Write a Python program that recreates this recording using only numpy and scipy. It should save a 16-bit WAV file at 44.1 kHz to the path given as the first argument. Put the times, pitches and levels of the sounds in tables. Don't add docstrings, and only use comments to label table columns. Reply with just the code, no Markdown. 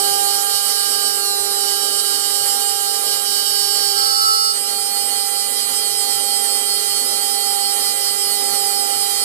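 import sys
import numpy as np
from scipy import signal
from scipy.fft import rfft, irfft
from scipy.io import wavfile

SR = 44100
rng = np.random.default_rng(int(sys.argv[2]) if len(sys.argv) > 2 else 0)


def output_pcm(signal):
    pcm = np.clip(np.atleast_2d(signal).T, -1, 1) * 32767
    wavfile.write(sys.argv[1], SR, np.round(pcm).astype(np.int16))


N = 407484
TIME = np.arange(N) / SR
FREQS = np.fft.rfftfreq(N, 1 / SR)

DRIVE_HZ = 399.905
IN_STEP_S = 7.64
CUTTER_HZ = 4500
SQUEAL_S = 3.97
CORNER_S = 4.535
CHATTER_EDGE_S = 0.047

# (time [s], load [dB])
DEPTH = [(0, 2.6), (1.2, 0), (3.4, -0.4), (4.6, -1.6), (5.3, -0.8), (6.1, 1), (9.24, 1.5)]


def undb(db):
    return 10 ** (np.asarray(db) / 20)


def curves(table):
    s, *columns = np.transpose(table)
    return [np.interp(TIME, s, column) for column in columns]


def spectra(table):
    hz, *columns = np.transpose(table)
    return [np.interp(np.log(FREQS + 1), np.log(hz), column) for column in columns]


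def walk(rate):
    knots = rng.standard_normal(8192)
    return 1.2 * np.interp(TIME * rate, np.arange(len(knots)), knots)


def noise(gain):
    return irfft(rfft(rng.standard_normal(N)) * gain, N) * np.sqrt(SR / 2)


def tone(cycles, db):
    return np.sqrt(2) * undb(db) * np.sin(2 * np.pi * cycles)


def step(s, length_s):
    return np.clip((TIME - s) / length_s + .5, 0, 1)


def squeal_grip():
    build_s, release_s = 0.49, 0.025
    return np.clip((TIME - SQUEAL_S) / build_s, 0, 1) * (1 - step(CORNER_S, release_s))


def rotor_lag():
    first_hz, second_hz, squeal_extra_hz = .39, .407, .16
    first_side_hz = first_hz + squeal_extra_hz * (TIME > SQUEAL_S)
    slip_hz = np.where(TIME < CORNER_S, first_side_hz, second_hz)
    lag = np.cumsum(slip_hz) / SR
    return lag - np.interp(IN_STEP_S, TIME, lag)


def low_tones(turns, lag):
    # (time [s], level [dB])
    hum_levels = [(0.0, -34), (0.67, -47), (1.44, -36), (2.57, -44.5), (3.29, -43.5), (3.94, -39),
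                  (4.42, -51), (4.58, -44.5), (5.51, -48), (6.25, -42.5), (8.05, -43), (8.26, -40),
                  (9.24, -42.5)]
    # (time [s], level [dB])
    flute_levels = [(0, -23), (1.4, -29), (2.7, -26.5), (3.4, -28.5), (5.3, -28), (9.24, -25)]
    hum_gain_db, hum_flicker_db = 4, 1.06
    beat_db, beat_lead_turns, flute_flicker_db = 3, 0.057, 0.95
    hum_db = curves(hum_levels)[0] + hum_gain_db + hum_flicker_db * walk(20)
    beat = beat_db * np.cos(4 * np.pi * (lag + beat_lead_turns))
    flute_db = curves(flute_levels)[0] + beat + flute_flicker_db * walk(30)
    return tone(turns, hum_db) + tone(2 * turns, flute_db)


def spindle(turns):
    # (level on the first side [dB], level on the second side [dB], drive over rotor [dB])
    order_levels = [(-39.5, -49, -26), (-33.5, -43.5, -33), (-60.5, -44.5, -30), (-45, -42.5, -21),
                    (-49.5, -49, -10), (-35.5, -33.5, -32), (-49, -56, -6), (-32, -34.5, -10.5),
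                    (-30, -28, 5.5), (-34.5, -32.5, -9.5), (-30, -28, 2.5), (-33, -36.5, -5),
                    (-42.5, -48, 1), (-40, -37.5, 7), (-35.5, -37, 10.5), (-40.5, -34.5, -18),
                    (-28, -32, -7.5), (-29.5, -29.5, 4.5), (-33, -26, 9), (-26, -26.5, -8), (-32, -28.5, 6),
                    (-28.5, -31, 2), (-39, -30, 5), (-36, -44, -8), (-33, -31.5, 16), (-36, -35, -2),
                    (-40, -45, -1), (-31.5, -33, -10), (-36, -34, 19), (-40, -43, -1), (-35, -43, 16),
                    (-44, -45, -7), (-44, -44, 12), (-43, -39.5, -5)]
    # (order [-], centre time [s], time from the centre to 1/e of the change [s], change [dB])
    swells = [(3, 0.12, 0.5, 3.5), (3, 8.46, 1, 6), (7, 1.31, 0.22, 11), (8, 1.32, .22, -11),
              (10, 1.43, 0.23, 8.5), (11, 1.32, 0.12, 8.5), (18, 1.35, 0.23, 7), (8, 3.98, 0.13, 7.5),
              (8, 4.17, 0.1, -7)]
    depth_share, squeal_db = 0.58, -7
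    flicker_db, sway_db = 1.54, 1.13
    twist_turns = 0.0016
    skew_turns = 0.0897
    nearest_order = round(CUTTER_HZ / DRIVE_HZ)
    drive = DRIVE_HZ * (TIME - IN_STEP_S)
    strength_db = depth_share * curves(DEPTH)[0] + squeal_db * squeal_grip()
    shaken = turns + twist_turns * walk(120)
    whine = 0
    for order, (first_db, second_db, drive_db) in enumerate(order_levels, start=3):
        blend_s = 1.42 if order < 8 else .02
        db = first_db + step(CORNER_S, blend_s) * (second_db - first_db) + strength_db
        db = db + flicker_db * walk(35) + sway_db * walk(1.995)
        for swell_order, s, spread_s, swell_db in swells:
            if round(swell_order) == order:
                db = db + swell_db * np.exp(-((TIME - s) / spread_s) ** 2)
        start = rng.random()
        path = rng.standard_normal() * np.clip((order - 13) / 20, 0, 1)
        path = path - skew_turns * (order - nearest_order)
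        rotor_tone = tone(order * shaken + start, 0)
        drive_tone = tone(order * drive + start + path, drive_db)
        whine = whine + undb(db) * (rotor_tone + drive_tone) / np.hypot(1, undb(drive_db))
    return whine


def steady_tones():
    tone_hz = [137.7, 437.4, 543.7, 3360, 4161, 6555, 7353, 8155, 8957, 9286, 9356, 9415, 10029, 10153,
               10212, 10938, 11353, 11401, 12203, 12945, 14220]
    tone_db = [-65.5, -42.5, -50, -50.5, -40, -47, -39, -36, -53, -40, -41.5, -29, -37, -46, -33, -57, -42,
               -34, -47, -42, -41]
    flicker_db = 2.5
    return sum(tone(hz * TIME + rng.random(), db + flicker_db * walk(12)) for hz, db in zip(tone_hz, tone_db))


def chatter_bouts():
    # (start [s], end [s], first level [dB], last level [dB], first pitch [Hz], last pitch [Hz],
    #  first unsteadiness [0-1], last unsteadiness [0-1])
    bouts = [(-.1, 0.37, -26, -27, 80, 35, 0.8, 0.57), (0.503, 1.162, -25.5, -22, 35, 84.5, 0.6, 0.55),
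             (1.58, 2.534, -23, -24, 72, 47.5, 0.63, 0.69), (2.58, 3.223, -30, -25, 44, 36.5, .85, 0.51),
             (3.25, 3.945, -22, -20.3, 62, 35.5, .6, 0.07), (3.956, 4.538, -20, -19.5, 14.3, -3, 0, 0.09)]
    gate = sum(step(start, CHATTER_EDGE_S) - step(end, CHATTER_EDGE_S) for start, end, *_ in bouts)
    pairs = np.reshape(bouts, (len(bouts), -1, 2))
    s, db, above_hz, unsteady = (pairs[:, k].ravel() for k in range(pairs.shape[1]))
    return gate, np.interp(TIME, s, db), np.interp(TIME, s, CUTTER_HZ + above_hz), np.interp(TIME, s, unsteady)


def chatter(turns, lag):
    # (multiple of the chatter [-], offset [orders], level when ragged [dB], level when locked [dB])
    sidebands = [(1, -6, -49, -30.5), (1, -4, -3.5, -16), (1, -2, -9, -19), (1, -1, -31, -30),
                 (1, 0, -3.5, 2.5), (1, 1, -21, -12), (1, 2, -6.5, 0), (1, 3, -16, -28), (1, 4, -10, -15.5),
                 (1, 6, -14, -19), (1, 7, -29, -29), (1, 8, -7, -13), (1, 9, -27, -27), (1, 10, -4.5, -6.5),
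                 (2, -4, -11.5, -22), (2, -2, -28, -28), (2, 0, -27, -13), (2, 2, -26, -15),
                 (2, 4, -28, -33)]
    # (time [s], level [dB])
    plate_song = [(3.85, -41), (4.02, -24), (4.15, -23.5), (4.29, -14.5), (4.38, -20.5), (4.48, -21.5),
                  (4.55, -28), (4.63, -53)]
    wander_hz, idle_rise_hz = 19, 55
    flutter_db, sag_db, pump_db = 3.5, -1, 0.5
    residue_db = -44
    gate, db, hz, unsteady = chatter_bouts()
    unsteady = gate * unsteady + 1 - gate
    pitch_hz = hz + (1 - gate) * idle_rise_hz + wander_hz * unsteady * walk(110)
    cycles = np.cumsum(pitch_hz) / SR
    squeal = 0
    for multiple, offset, ragged_db, locked_db in sidebands:
        sideband_db = locked_db + unsteady * (ragged_db - locked_db)
        squeal = squeal + tone(round(multiple) * cycles + round(offset) * turns + rng.random(), sideband_db)
    pump = pump_db * np.cos(2 * np.pi * round(CUTTER_HZ / DRIVE_HZ) * lag)
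    ragged_change_db = unsteady * (sag_db + pump + flutter_db * walk(45))
    size = (gate * undb(db) + (1 - gate) * undb(residue_db)) * undb(ragged_change_db)
    song = tone(cycles - 8 * turns, curves(plate_song)[0])
    return squeal * size + song


def resonance(hz, width, db):
    return undb(db) / np.sqrt(np.pi * width / 2) / (1 + ((FREQS - hz) / width) ** 2)


def fine_modes():
    hz = np.arange(0, SR / 2, 32)
    ripple_db = 3.8 * np.interp(FREQS, hz, rng.standard_normal(len(hz)))
    return undb(ripple_db * np.clip(FREQS / 2500, .3, 1))


def cutting_noise(turns, ripple):
    # (frequency [Hz], level [dB per Hz])
    chip_colour = [(400, -127), (850, -68), (1200, -70), (2000, -74), (2650, -80.5), (3150, -72),
                   (3550, -75.5), (4300, -64), (5400, -79.5), (5850, -79), (6100, -66.5), (6680, -80),
                   (7050, -62.5), (7500, -63.5), (9300, -63.5), (11400, -62.5), (11900, -64.5),
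                   (12300, -65.5), (13450, -69.5), (14500, -73.5)]
    # (frequency [Hz], half width [Hz], level [dB])
    plate_modes = [(1341.5, 30, -37.5), (2400, 140, -48), (2936, 28, -42), (3767, 43, -42.5),
                   (4100, 78, -55), (4626, 70, -38), (4920, 120, -42), (5364, 70, -37)]
    # (frequency [Hz], level [dB per Hz])
    frame_colour = [(25, -112), (70, -100), (130, -88), (165, -83), (200, -73.5), (225, -83.5),
                    (260, -65.5), (300, -71.5), (345, -80), (480, -64), (620, -67.5), (720, -73),
                    (960, -79), (1100, -85), (1500, -105)]
    # (frequency [Hz], half width [Hz], level [dB])
    gantry_mode = (246, 28, -52.5)
    # (start [s], end [s])
    lull_s = (1.26, 1.45)
    bite, runout = 0.12, 0.19
    hiss_second_db, hiss_depth, hiss_squeal_db, hiss_lull_db = -3, 1.7, 2, -1
    drum_base_db, drum_depth, drum_squeal_db, plate_lull_db = 0.52, 0.58, -7, -8
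    chip_flicker_db, frame_flicker_db, frame_share = 1.9, 2, 0.87
    split_hz = 6800

    depth, grip, second = curves(DEPTH)[0], squeal_grip(), step(CORNER_S, CHATTER_EDGE_S)
    lull = step(lull_s[0], CHATTER_EDGE_S) - step(lull_s[1], CHATTER_EDGE_S)
    hiss_db = second * hiss_second_db + hiss_depth * depth + hiss_squeal_db * grip + hiss_lull_db * lull
    drum_db = drum_base_db + drum_depth * depth + drum_squeal_db * grip

    colour = undb(spectra(chip_colour)[0]) * ripple
    top = 1 / (1 + (split_hz / (FREQS + 1)) ** 8)
    edge_noise = noise(colour * np.sqrt(top)) * undb(hiss_db)
    plate_noise = noise(colour * np.sqrt(1 - top)) * undb(drum_db)
    pulse = 1 + bite * np.cos(4 * np.pi * turns) + runout * np.cos(2 * np.pi * turns)
    pulse = pulse / np.sqrt(np.mean(pulse ** 2))
    chips = (edge_noise + plate_noise) * pulse * undb(chip_flicker_db * walk(40))

    modes = sum(resonance(*mode) for mode in plate_modes)
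    ringing = noise(modes * np.sqrt(ripple)) * undb(drum_db + plate_lull_db * lull)
    frame = noise(undb(spectra(frame_colour)[0]) * ripple) + second * noise(resonance(*gantry_mode))
    return chips + ringing + frame * undb(frame_share * drum_db + frame_flicker_db * walk(14))


def rumble():
    # (frequency [Hz], level [dB per Hz])
    rumble_colour = [(25, -103), (70, -90), (110, -82.5), (170, -82.5), (260, -89), (600, -140)]
    gust_db = 3
    return noise(undb(spectra(rumble_colour)[0])) * undb(gust_db * walk(16))


def knocks():
    # (time [s], level [dB], frequency [Hz])
    thuds = [(.113, -48, 135.5), (.21, -56, 130.6), (.554, -51, 125), (.8, -62, 128.5), (1.419, -51, 95),
             (2.432, -51, 130), (2.75, -54, 139), (3.681, -55, 125), (3.882, -50, 135.3),
             (5.17, -55, 123.8), (5.93, -52, 130), (6.164, -51, 130), (6.92, -54, 105.7), (8.532, -49, 139),
             (8.96, -51, 66)]
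    spread_s, gain_db = 0.023, 4.5
    out = 0
    for s, db, hz in thuds:
        envelope = np.exp(-np.minimum(((TIME - s) / spread_s) ** 2, 20))
        out = out + tone(hz * TIME + rng.random(), db + gain_db) * envelope
    return out


def scene():
    # (frequency [Hz], level [dB], phase [rad])
    left_port = [(40, -2, 2.5), (134, -3, 1.6), (260, -5, 1.06), (400, -6, -.7), (800, -7, -2.1),
                 (1020, -14, -3), (1200, -3, -1.2), (1310, -2, -2.8), (1600, -5, -3.6), (2000, 2, -5.7),
                 (2400, -6, -4.2), (2930, -8, -4.9), (3200, -20, -5.9), (3600, -1, -5), (3720, -5, -7.8),
                 (4000, -5, -9.9), (4400, -7, -10.5), (4510, -9, -11), (4560, -16, -9.5), (4800, -17, -8.4),
                 (5200, -7, -8.8), (5310, -19, -9.2), (5600, -19, -10.3), (6650, -40, -15.5),
                 (10800, -37.5, -7), (14400, -24, -13)]
    diffuse = 0.3
    lag = rotor_lag()
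    turns = DRIVE_HZ * (TIME - IN_STEP_S) - lag
    tones = low_tones(turns, lag) + spindle(turns) + steady_tones() + chatter(turns, lag) + knocks()
    direct = cutting_noise(turns, fine_modes())
    reflected = cutting_noise(turns, fine_modes())
    left = tones + np.sqrt(1 - diffuse) * direct + np.sqrt(diffuse) * reflected
    port_db, port_phase = spectra(left_port)
    left = irfft(rfft(left) * undb(port_db) * np.exp(1j * port_phase), N)
    return np.array([left + rumble(), tones + direct + rumble()])


def record(dry):
    top_hz = 14550
    return signal.sosfilt(signal.ellip(12, .2, 80, top_hz, fs=SR, output="sos"), dry)


dry = scene()
out = record(dry)
output_pcm(out)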